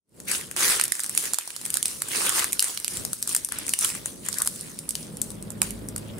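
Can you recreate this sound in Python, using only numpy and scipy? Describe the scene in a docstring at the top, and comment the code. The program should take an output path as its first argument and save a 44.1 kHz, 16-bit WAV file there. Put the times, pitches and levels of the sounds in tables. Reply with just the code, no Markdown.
"""A low kitchen rumble fades in, and at once a crisp flatbread snaps and scrapes as hands roll it up.
The brittle crust breaks in short bright cracks, each with a knock from the blister under it. The dry
bread slides over the stack below as a dense fine crackle, with short hollow-sounding rubs and one low
knock. A low steady hum comes up in level toward the end. The bread is close under a two-port mic."""
import sys
import numpy as np
from scipy import signal
from scipy.fft import rfft, irfft
from scipy.io import wavfile
from scipy.ndimage import uniform_filter1d

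SR = 44100
rng = np.random.default_rng(int(sys.argv[2]) if len(sys.argv) > 2 else 0)


def int16_out(signal):
    """Quantize to a 16-bit WAV file."""
    q = np.round(np.clip(np.atleast_2d(signal).T, -1, 1) * 32767)
    wavfile.write(sys.argv[1], SR, q.astype(np.int16))


N = 273375
TIME_S = np.arange(N) / SR


def gain_of(db):
    return 10 ** (np.asarray(db) / 20)


def unit_rms(x):
    return x / np.sqrt(np.mean(x ** 2) + 1e-20)


def at_hz(points, hz):
    freq_hz, value = np.transpose(points)
    return np.interp(np.log(hz + 1), np.log(freq_hz + 1), value)


def curves(rows):
    time_s, *columns = np.transpose(rows)
    return [np.interp(TIME_S, time_s, column) for column in columns]


def pan_gains(pan_db):
    """Left and right gains, the left louder by pan_db."""
    return gain_of(np.array([[pan_db], [-pan_db]]) / 2)


def coloured(x, spectrum):
    hz = np.fft.rfftfreq(x.shape[-1], 1 / SR)
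    return unit_rms(irfft(rfft(x) * gain_of(at_hz(spectrum, hz)), x.shape[-1]))


def resonate(x, hz, width_hz):
    """A resonance: shifts hz down to zero, smooths, and shifts back."""
    turn = np.exp(2j * np.pi * hz * np.arange(x.shape[-1]) / SR)
    pole = np.exp(-np.pi * width_hz / SR)
    return 2 * (turn * signal.lfilter([1 - pole], [1, -pole], x / turn)).real


def ring(x, hz, width_hz):
    return unit_rms(resonate(resonate(x, hz, width_hz), hz, width_hz))


def add(mix, start_s, sound):
    part = mix[:, round(start_s * SR):][:, :sound.shape[1]]
    part += sound[:, :part.shape[1]]


# How alike left and right sound: freq_hz, correlation
PORT_LIKENESS = [(60, 0.28), (300, 0.63), (700, 0.087), (1300, 0.16), (3000, 0.036), (6800, 0.4),
                 (15000, 0.26)]
def two_ports(x):
    """Blends two unrelated channels until they are as alike as the microphone's ports."""
    likeness = at_hz(PORT_LIKENESS, np.fft.rfftfreq(N, 1 / SR))
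    left, other = rfft(x)
    right = likeness * left + np.sqrt(1 - likeness ** 2) * other
    return irfft(np.array([left, right]), N)


# Room tone, heavy in the lows: freq_hz, density_db
ROOM_SPECTRUM = [(25, -36), (45, -8.5), (200, -1.5), (290, -5), (560, -10.5), (730, -19.5), (1150, -23.5),
                 (5400, -45.5), (9300, -38), (15600, -35), (16200, -65)]
# Its slow level ride: time_s, level_db
ROOM_LEVEL = [(0.2, -48), (0.8, -50), (1.15, -48.5), (1.8, -50.5), (2.35, -47), (2.85, -56), (3.0, -39.5),
              (3.3, -50.5), (3.65, -47), (3.95, -45.5), (4.95, -48.5), (5.06, -43.5), (6.2, -40)]
# Its brief dips: start_s, depth_db
ROOM_DIPS = [(0.92, 17.5), (1.2, 7), (1.34, 27), (2.59, 13), (3.13, 9.5), (3.43, 9.5), (3.73, 12),
             (4.41, 6.5)]
def room_rumble(fall_s=0.016, recover_db_per_s=90):
    """Wide rumble and faint hiss; the level dips suddenly and creeps back."""
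    air = coloured(two_ports(rng.standard_normal((2, N))), ROOM_SPECTRUM)
    level_db = curves(ROOM_LEVEL)[0]
    for start_s, depth_db in ROOM_DIPS:
        falling_db = depth_db * (TIME_S - start_s) / fall_s
        recovering_db = depth_db - recover_db_per_s * (TIME_S - start_s - fall_s)
        level_db -= np.maximum(np.minimum(falling_db, recovering_db), 0)
    return gain_of(level_db) * air


# Partials of the hum: pitch_hz, width_hz, relative_db, sine_gain
HUM_PARTIALS = [(53.8, 4.3, -9.5, 1.5), (106.8, 1.8, -9.5, 2), (160.3, 9.5, -6, 0.7), (195, 6.8, -6, 1),
                (216, 18, -2.5, 0)]
# Its level ride: time_s, gain_db
HUM_LEVEL = [(0, -79), (3.6, -70), (4.5, -56), (5.0, -48.5), (5.6, -45), (6.2, -42)]
def low_hum():
    """A low steady hum comes up in level toward the end: fixed tones in wavering skirts of noise."""
    noise = rng.standard_normal(N) + 0.15 * rng.standard_normal((2, N))
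    hum = 0
    for pitch_hz, width_hz, relative_db, sine_gain in HUM_PARTIALS:
        skirt = ring(noise, pitch_hz, width_hz)
        tone = sine_gain * np.sin(2 * np.pi * (pitch_hz * TIME_S + rng.random()))
        hum += gain_of(relative_db) * (skirt + tone)
    return gain_of(curves(HUM_LEVEL)[0]) * hum


# Colour of the reverb: freq_hz, relative_db
WALL_COLOUR = [(500, -13), (2500, -4.5), (5000, -2), (15500, 0.5), (16300, -27)]
# Its decay: freq_hz, t60_s
WALL_DECAY = [(500, 0.35), (2000, 0.22), (6000, 0.14), (10000, 0.086), (16000, 0.16)]
def wall_reverb(x, build_s=0.0014):
    """The walls return a short noisy tail, every band dying at its own speed."""
    hz, t, bands = signal.stft(rng.standard_normal((2, 22000)), SR, nperseg=128)
    tail_db = at_hz(WALL_COLOUR, hz)[:, None] - 60 * t / at_hz(WALL_DECAY, hz)[:, None]
    bands = bands * gain_of(tail_db) * np.minimum(t / build_s, 1)
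    tail = signal.istft(bands, SR, nperseg=128)[1]
    tail /= np.linalg.norm(tail[0])
    return two_ports(signal.fftconvolve(x, tail, axes=1)[:, :N])


def crackle(per_s, spread_db, t60_s):
    """Tiny fractures of uneven size, each a dying puff of noise heard at both ports."""
    sizes = gain_of(spread_db * np.minimum(rng.exponential(1, N), 6))
    breaks = rng.random(N) < per_s / SR
    power_decay = gain_of(-60 / (t60_s * SR)) ** 2
    power = signal.lfilter([1], [1, -power_decay], (sizes * breaks) ** 2)
    return two_ports(np.sqrt(power) * rng.standard_normal((2, N)))


def stroke_power(t, rise_s, hold_s, level_db, pan_db, release_db_per_s):
    """Power envelope at both ports: it climbs 18 dB from t = 0, holds and dies away."""
    up_db = 18 * np.minimum(t / max(rise_s, .005) - 1, 0)
    down_db = release_db_per_s * np.maximum(t - rise_s - hold_s, 0)
    return (gain_of(level_db + up_db - down_db) * pan_gains(pan_db)) ** 2


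# Short hollow-sounding rubs and, last, one low knock: start_s, rise_s, hold_s, level_db, pitch_hz
HOLLOW_RINGS = [(0.27, 0.013, 0.027, -36.5, 2330), (0.61, .03, 0.073, -32.5, 1900),
                (2.139, 0.077, 0.22, -38.5, 1190), (3.81, .02, 0.022, -39, 1250),
                (4.25, 0.013, 0.022, -46, 1830), (4.35, 0.013, 0.018, -42, 1690),
                (4.389, 0.011, 0.014, -38.5, 1210), (5.613, 0.0042, 0.0028, -37.5, 990)]
def hollow_rings():
    """Short hollow-sounding rubs and one low knock: bursts of crackle through a broad resonance."""
    grains = unit_rms(crackle(per_s=1500, spread_db=2.4, t60_s=.012))
    t = np.arange(SR // 2) / SR
    mix = np.zeros((2, N))
    for start_s, rise_s, hold_s, level_db, pitch_hz in HOLLOW_RINGS:
        burst = grains[:, round(start_s * SR):][:, :len(t)]
        power = stroke_power(t, rise_s, hold_s, level_db, pan_db=0, release_db_per_s=500)
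        add(mix, start_s, ring(burst, pitch_hz, width_hz=620) * np.sqrt(power))
    return mix


# Bed of handling between the strokes: time_s, fizz_db, scrape_db
HANDLING_BED = [(0.2, -55, -62), (0.55, -49.5, -58), (1.0, -40, -51), (1.5, -43, -51), (2.0, -43.5, -58),
                (2.5, -44, -56), (3.2, -42.5, -55), (3.7, -46, -79), (4.15, -49, -66), (4.6, -41, -50.5),
                (4.85, -50.5, -56.5), (5.4, -55, -59.5), (6.2, -56.5, -53)]
# Slides and bends: start_s, rise_s, hold_s, fizz_db, scrape_vs_fizz_db, pan_db
HAND_STROKES = [(0.269, 0.014, 0.067, -29, -6.5, 0.5), (0.561, 0.011, 0.065, -26.5, -5.5, -1),
                (0.59, 0.045, 0.083, -21.5, -6, 0), (0.926, .02, 0.12, -40, -12.5, -2),
                (1.099, .09, 0.065, -31, -10.5, -1), (1.607, 0.033, 0.034, -43.5, -8.5, -5),
                (1.717, 0.019, 0.019, -33.5, -12, 3), (1.827, 0.036, 0.05, -35, -9.5, -1),
                (2.045, 0.11, .12, -27, -5, -1.3), (2.308, 0.057, 0.024, -23, -6, 0),
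                (2.573, 0.053, 0.077, -33, -8.5, -1), (2.863, 0.048, 0.069, -35.5, -10.5, -0.5),
                (3.12, 0.017, 0.016, -44, -21, 3.34), (3.262, 0.028, 0.04, -33, -8.5, 0),
                (3.504, 0.017, 0.11, -42.5, 0, .1), (3.642, 0.041, .03, -36.5, -31, 0),
                (3.762, 0.063, 0.049, -27, -10.5, -0.5), (3.933, 0.02, 0.013, -43.5, -4, 2.1),
                (4.039, .02, 0.018, -39, -10, 0.5), (4.222, 0.03, 0.025, -43, -2, -1),
                (4.297, 0.023, 0.079, -39.5, -12, 1.1), (4.45, 0.016, .07, -42.5, -25, -1),
                (4.882, .015, .06, -46, -29, 3), (4.96, 0.021, 0.053, -44, -9, -1),
                (5.225, 0.016, 0.044, -43, -25, 0), (5.626, 0.0092, 0.035, -39, -8, 1),
                (5.955, 0.012, .02, -52, -1.5, .9)]
def hand_motion(hop=64):
    """Gains of fizz and scrape: each stroke adds its power to the steady handling."""
    t = TIME_S[::hop]
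    fizz, scrape = gain_of(curves(HANDLING_BED))[:, None, ::hop] ** 2
    for start_s, rise_s, hold_s, fizz_db, scrape_vs_fizz_db, pan_db in HAND_STROKES:
        age_s, scrape_db = t - start_s, fizz_db + scrape_vs_fizz_db
        fizz = fizz + stroke_power(age_s, rise_s, hold_s, fizz_db, pan_db, release_db_per_s=153)
        scrape = scrape + stroke_power(age_s, rise_s, hold_s, scrape_db, pan_db, release_db_per_s=119)
    return [np.array([np.interp(TIME_S, t, np.sqrt(port)) for port in power])
            for power in (fizz, scrape)]


def shifting_contact(x, spread_db):
    """The touching spots keep changing, so the colour drifts in patches of some 700 Hz by 40 ms."""
    bands = signal.stft(x, nperseg=256, noverlap=192)[2]
    patches = uniform_filter1d(rng.standard_normal(bands.shape[1:]), 4, axis=0)
    patches = unit_rms(uniform_filter1d(patches, 28, axis=1))
    drifting = signal.istft(bands * gain_of(spread_db * patches), nperseg=256, noverlap=192)[1]
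    return unit_rms(drifting[:, :N])


# Bright top and dull body of the slide: freq_hz, density_db
FIZZ_SPECTRUM = [(2500, -21.5), (4500, -8), (7000, -5), (9600, 1.5), (11500, -8), (13300, -13.5),
                 (15700, -12.5), (16300, -55)]
SCRAPE_SPECTRUM = [(150, -23), (350, -1.5), (680, -8.5), (1150, -3), (1900, -1), (3500, -2.5), (5500, -8),
                   (8000, -60)]
def sliding_bread(fizz_gain, scrape_gain):
    """Dry crumbs catch and let go: a bright fizz over a duller scrape."""
    fizz = coloured(crackle(per_s=4000, spread_db=2.2, t60_s=.005), FIZZ_SPECTRUM)
    fizz = shifting_contact(fizz, spread_db=2.5)
    scrape = coloured(crackle(per_s=1500, spread_db=2.4, t60_s=.012), SCRAPE_SPECTRUM)
    scrape = shifting_contact(scrape, spread_db=2.6)
    return fizz_gain * fizz + scrape_gain * scrape


def small_snaps(fizz_gain, count=60, spread_db=8.5, length_ms=6.3):
    """Rows for small snaps at chance moments, louder while the bread slides."""
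    place, pitch = rng.random((count, 2)).T
    size, knock, mid, pan_db = rng.standard_normal((count, 4)).T
    sliding_db = 20 * np.log10(fizz_gain.mean(axis=0)[(place * N).astype(int)])
    peak_db = .7 * sliding_db - 0.5 + spread_db * np.clip(size, -2, 1.5)
    start_s, knock_hz = place * N / SR, 850 + 2100 * pitch
    knock_db, mid_db = -24 + 6 * knock, -40 + 4.2 * mid
    return list(zip(start_s, peak_db, knock_hz, knock_db, mid_db, pan_db, [length_ms] * count))


# Bright edge of a crack: freq_hz, density_db
CRACK_SPECTRUM = [(2500, -24), (5000, -12.5), (7000, -0.5), (9300, 8), (11500, -0.5), (14000, -9),
                  (16500, -28), (17500, -56)]
def snap(peak_db, knock_hz, knock_db, mid_db, pan_db, length_ms, crest_factor=2.79):
    """A fracture runs for a few ms and stops; the blister under it knocks."""
    draws = rng.standard_normal((3, 1024))
    noise = 0.53 * draws[0] + .5 * draws[1:]  # each port hears a somewhat different fracture
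    progress = np.arange(noise.shape[1]) / SR / (length_ms / 1000)
    envelope = progress ** 1.66 * np.exp(-4.5 * progress)
    envelope /= envelope.max()
    crack = unit_rms(envelope * coloured(noise, CRACK_SPECTRUM))
    puff = signal.lfilter(*signal.butter(2, 500, "high", fs=SR), envelope * noise)
    mid = unit_rms(resonate(resonate(puff, 4550, 3640), 4620, 3600))
    knock = unit_rms(resonate(resonate(puff, knock_hz, 1400), knock_hz, 2200))
    blend = crack / crest_factor + gain_of(mid_db) * mid + gain_of(knock_db) * knock
    envelope_rms = np.sqrt(np.mean(envelope ** 2))
    return gain_of(peak_db) * pan_gains(pan_db) * envelope_rms * blend


# The main snaps, knock and mid crack set against the peak:
# start_s, peak_db, knock_hz, knock_db, mid_db, pan_db, length_ms
CRUST_SNAPS = [(0.2013, -24, 1800, -24, -21, 2, 2.4), (0.3143, -7.5, 2390, -30, -24, 3, 3.2),
               (0.4113, -19.5, 2590, -17, -21, -5, 2.3), (0.5127, -15.5, 1620, -17.5, -38, 4.5, 1.6),
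               (0.564, -13.5, 1550, -12, -13, -3, 1.8), (0.7972, -7, 1870, -12, -14.5, -1, 1.86),
               (0.812, -2, 2430, -18.5, -25, -2, 2.3), (0.837, -6, 2530, -28, -31, 0, 4.1),
               (0.853, -13, 2780, -32, -18, 0.5, 2.9), (0.8798, -14, 1930, -28, -32, -5, 2.3),
               (0.9206, -4.5, 1770, -18.5, -20, -4, 2.8), (0.9518, -17.5, 1640, -19.5, -25, 3.5, 3.5),
               (0.9943, -11.5, 1840, -15, -34, -1, 1.6), (1.0022, -12.5, 1710, -40, -24, -6, 3.8),
               (1.035, -11, 2860, -35, -25, -1, 2.1), (1.043, -11.5, 1670, -19.5, -21, -1, 1.3),
               (1.0624, -14, 1790, -29, -22, 1.0, 2.1), (1.0944, -9.5, 1530, -28, -38, -2, 2.4),
               (1.1497, -12, 1840, -22, -32, -4, 2.4), (1.1753, -2, 2500, -21.5, -29, -0.5, 3.6),
               (1.255, -14, 2860, -21, -17, -1.0, 1.8), (1.3349, -3, 1170, -25, -21, -3, 1.47),
               (1.3431, -10, 1190, -40, -24, -7, 2.8), (1.3857, -5, 1170, -23, -21.5, -1, 1.84),
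               (1.4758, -16.5, 1170, -22, -17, -4, 1.8), (1.504, -20, 2840, -13.5, -22, -4, 2.4),
               (1.5634, -16.5, 1170, -22, -14.5, -1.5, 2.4), (1.6132, -22, 1370, -22, -15, 4, 2.7),
               (1.6526, -12, 2940, -24, -27, 0.5, 2.8), (1.661, -15, 1560, -23, -29, 5, 3.2),
               (1.703, -9, 2890, -30, -30, -1, 2.2), (1.7411, -3.5, 2870, -34, -26, -4.5, 1.9),
               (1.7548, -14, 969, -22, -17, 9, 1.9), (1.7699, -5, 1370, -26, -21.5, -6.5, 2.1),
               (1.8277, -4, 2950, -33, -19, -2, 1.75), (1.8564, -3, 2790, -30, -22, -1, 1.65),
               (1.8811, -11.5, 2700, -40, -26, -1.0, 1.9), (2.0195, -7, 1170, -21.5, -21.5, -2, 2.5),
               (2.1565, -18.5, 2680, -19.5, -6.5, -1.5, 3.1), (2.2931, -3, 2650, -22, -38, -3, 2.1),
               (2.3935, -6, 2880, -19, -37, -3, 2.3), (2.443, -5, 1690, -16, -30, 1.5, 1.9),
               (2.5227, -12, 2400, -25, -29, 2, 2.2), (2.5298, -4.5, 2500, -25.5, -31, 0, 2.3),
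               (2.5941, -0.5, 2980, -18.5, -12, -1, 1.26), (2.6034, -6, 2900, -35, -41, 3, 2.3),
               (2.6245, -4, 1920, -26, -31, 0, 3), (2.6426, -7.5, 1600, -28, -29, -0.5, 2.5),
               (2.682, -18, 1590, -25, -33, 7, 2.1), (2.7744, -15, 2730, -14, -9.5, -3.0, 2.2),
               (2.7999, -16.5, 1990, -29, -33, -0.5, 2.1), (2.8456, -7, 2700, -23, -15.5, -3.0, 1.44),
               (2.8798, -6.5, 3030, -22.5, -21, -1, 1.56), (2.9708, -12, 2860, -32, -18.5, 2, 1.4),
               (3.0499, -10.5, 848, -22, -18, 4, 2.6), (3.131, -8, 1050, -28, -24, 1, 2.6),
               (3.2265, -6, 2940, -38, -23.5, 0, 1.7), (3.2746, -10.5, 1140, -31, -27, 2, 3.2),
               (3.2918, -11, 2760, -30, -30, 2, 2.7), (3.3482, -2.5, 1840, -25, -31, 1.5, 3.2),
               (3.3636, -4.5, 1080, -31, -28, 3, 2.3), (3.4474, -6.5, 2490, -52.5, -28, 4, 1.94),
               (3.487, -20, 1270, -23, -19, 2.0, 4), (3.522, -8, 1020, -19, -45, 4, 1.23),
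               (3.586, -12, 1030, -29.5, -42, -1, 3.1), (3.6657, -15.5, 1210, -30, -21, 4, 2.4),
               (3.6805, -13.5, 1730, -18, -23, -4, 1.9), (3.692, -8, 2490, -30, -26, 3, 2.6),
               (3.7362, -4, 2970, -18.5, -21, 1.0, 2.8), (3.789, -5, 1580, -35, -38, 0, 2.3),
               (3.82, -17, 1280, -14.5, -20, -3, 2.3), (4.0584, -7.5, 1140, -21, -43, 5, 1.6),
               (4.2628, -16.5, 1690, -25, -27, 2, 2.1), (4.2861, -8, 1380, -25, -29, 3.5, 2.7),
               (4.3286, -12, 1710, -36, -13, -10, 0.9), (4.3412, -18, 1650, -23, -11, 0, 2.3),
               (4.3844, -8, 1420, -30, -32, 8.5, 2.1), (4.4018, -21, 1150, -25, -11, -5, 3.5),
               (4.4186, -4, 1510, -31, -30, -1, 3.3), (4.4485, -16, 1460, -43, -35, 2, 2.1),
               (4.4666, -15, 1580, -30, -22, -5, 2.1), (4.474, -3.5, 1410, -28, -22.5, 1, 2.3),
               (4.5592, -22.5, 1140, -28, -26, -3.0, 2.1), (4.6097, -16.5, 848, -37, -32, -3, 2.5),
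               (4.789, -15, 2310, -39, -24, 0, 2.5), (4.8903, -10, 807, -49, -28, -4.0, 3.5),
               (4.907, -11, 2460, -36, -25, -1, 2.2), (4.9529, -12, 2820, -48, -12, 4, 2.3),
               (5.0285, -30, 2560, -31, -7, 3, 2.1), (5.1695, -20.5, 1510, -38, -26, 0, 2.8),
               (5.216, -6, 2900, -49, -34, 4.5, 2.7), (5.304, -19.5, 1360, -40, -18, 5, 1.7),
               (5.425, -20, 1040, -30, -27, 0.0, 2.3), (5.5042, -15.5, 945, -25, -31, -6, 1.4),
               (5.6174, -0.5, 2270, -19.5, -20.5, -7, 2), (5.6295, -11.5, 2280, -35, -23, 1, 2.3),
               (5.7064, -16, 2310, -26, -28, -2, 2.9), (5.8867, -15.5, 1050, -32, -36, 1.0, 2),
               (5.9613, -13.5, 991, -21.5, -25, -1, 3), (5.979, -18, 1190, -36, -29, 1.0, 3.4)]
def breaking_crust(fizz_gain):
    """The brittle crust gives way as it is rolled: the main snaps with small ones among them."""
    mix = np.zeros((2, N))
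    for start_s, *settings in list(CRUST_SNAPS) + small_snaps(fizz_gain):
        add(mix, start_s, snap(*settings))
    return mix


def scene():
    """Close bread over rumble and hum; only the snaps feed the reverb."""
    fizz_gain, scrape_gain = hand_motion()
    crust = breaking_crust(fizz_gain)
    bread = crust + sliding_bread(fizz_gain, scrape_gain) + hollow_rings()
    return bread + gain_of(-9.0) * wall_reverb(crust) + room_rumble() + low_hum()


# Master fader, holding its last value: time_s, gain_db
FADE_IN = [(0, -55.5), (.05, -43), (.1, -21.5), (.15, -7), (.2, 1)]
def record(dry):
    """A quick fade-in, a hard ceiling and a steep cut of the highest treble."""
    faded = np.clip(dry * gain_of(curves(FADE_IN)[0]), -1, 1)
    lowpass = signal.firwin(511, cutoff=16950, window=("kaiser", 9), fs=SR)
    return signal.oaconvolve(faded, lowpass[None], "same")


dry = scene()
out = record(dry)
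int16_out(out)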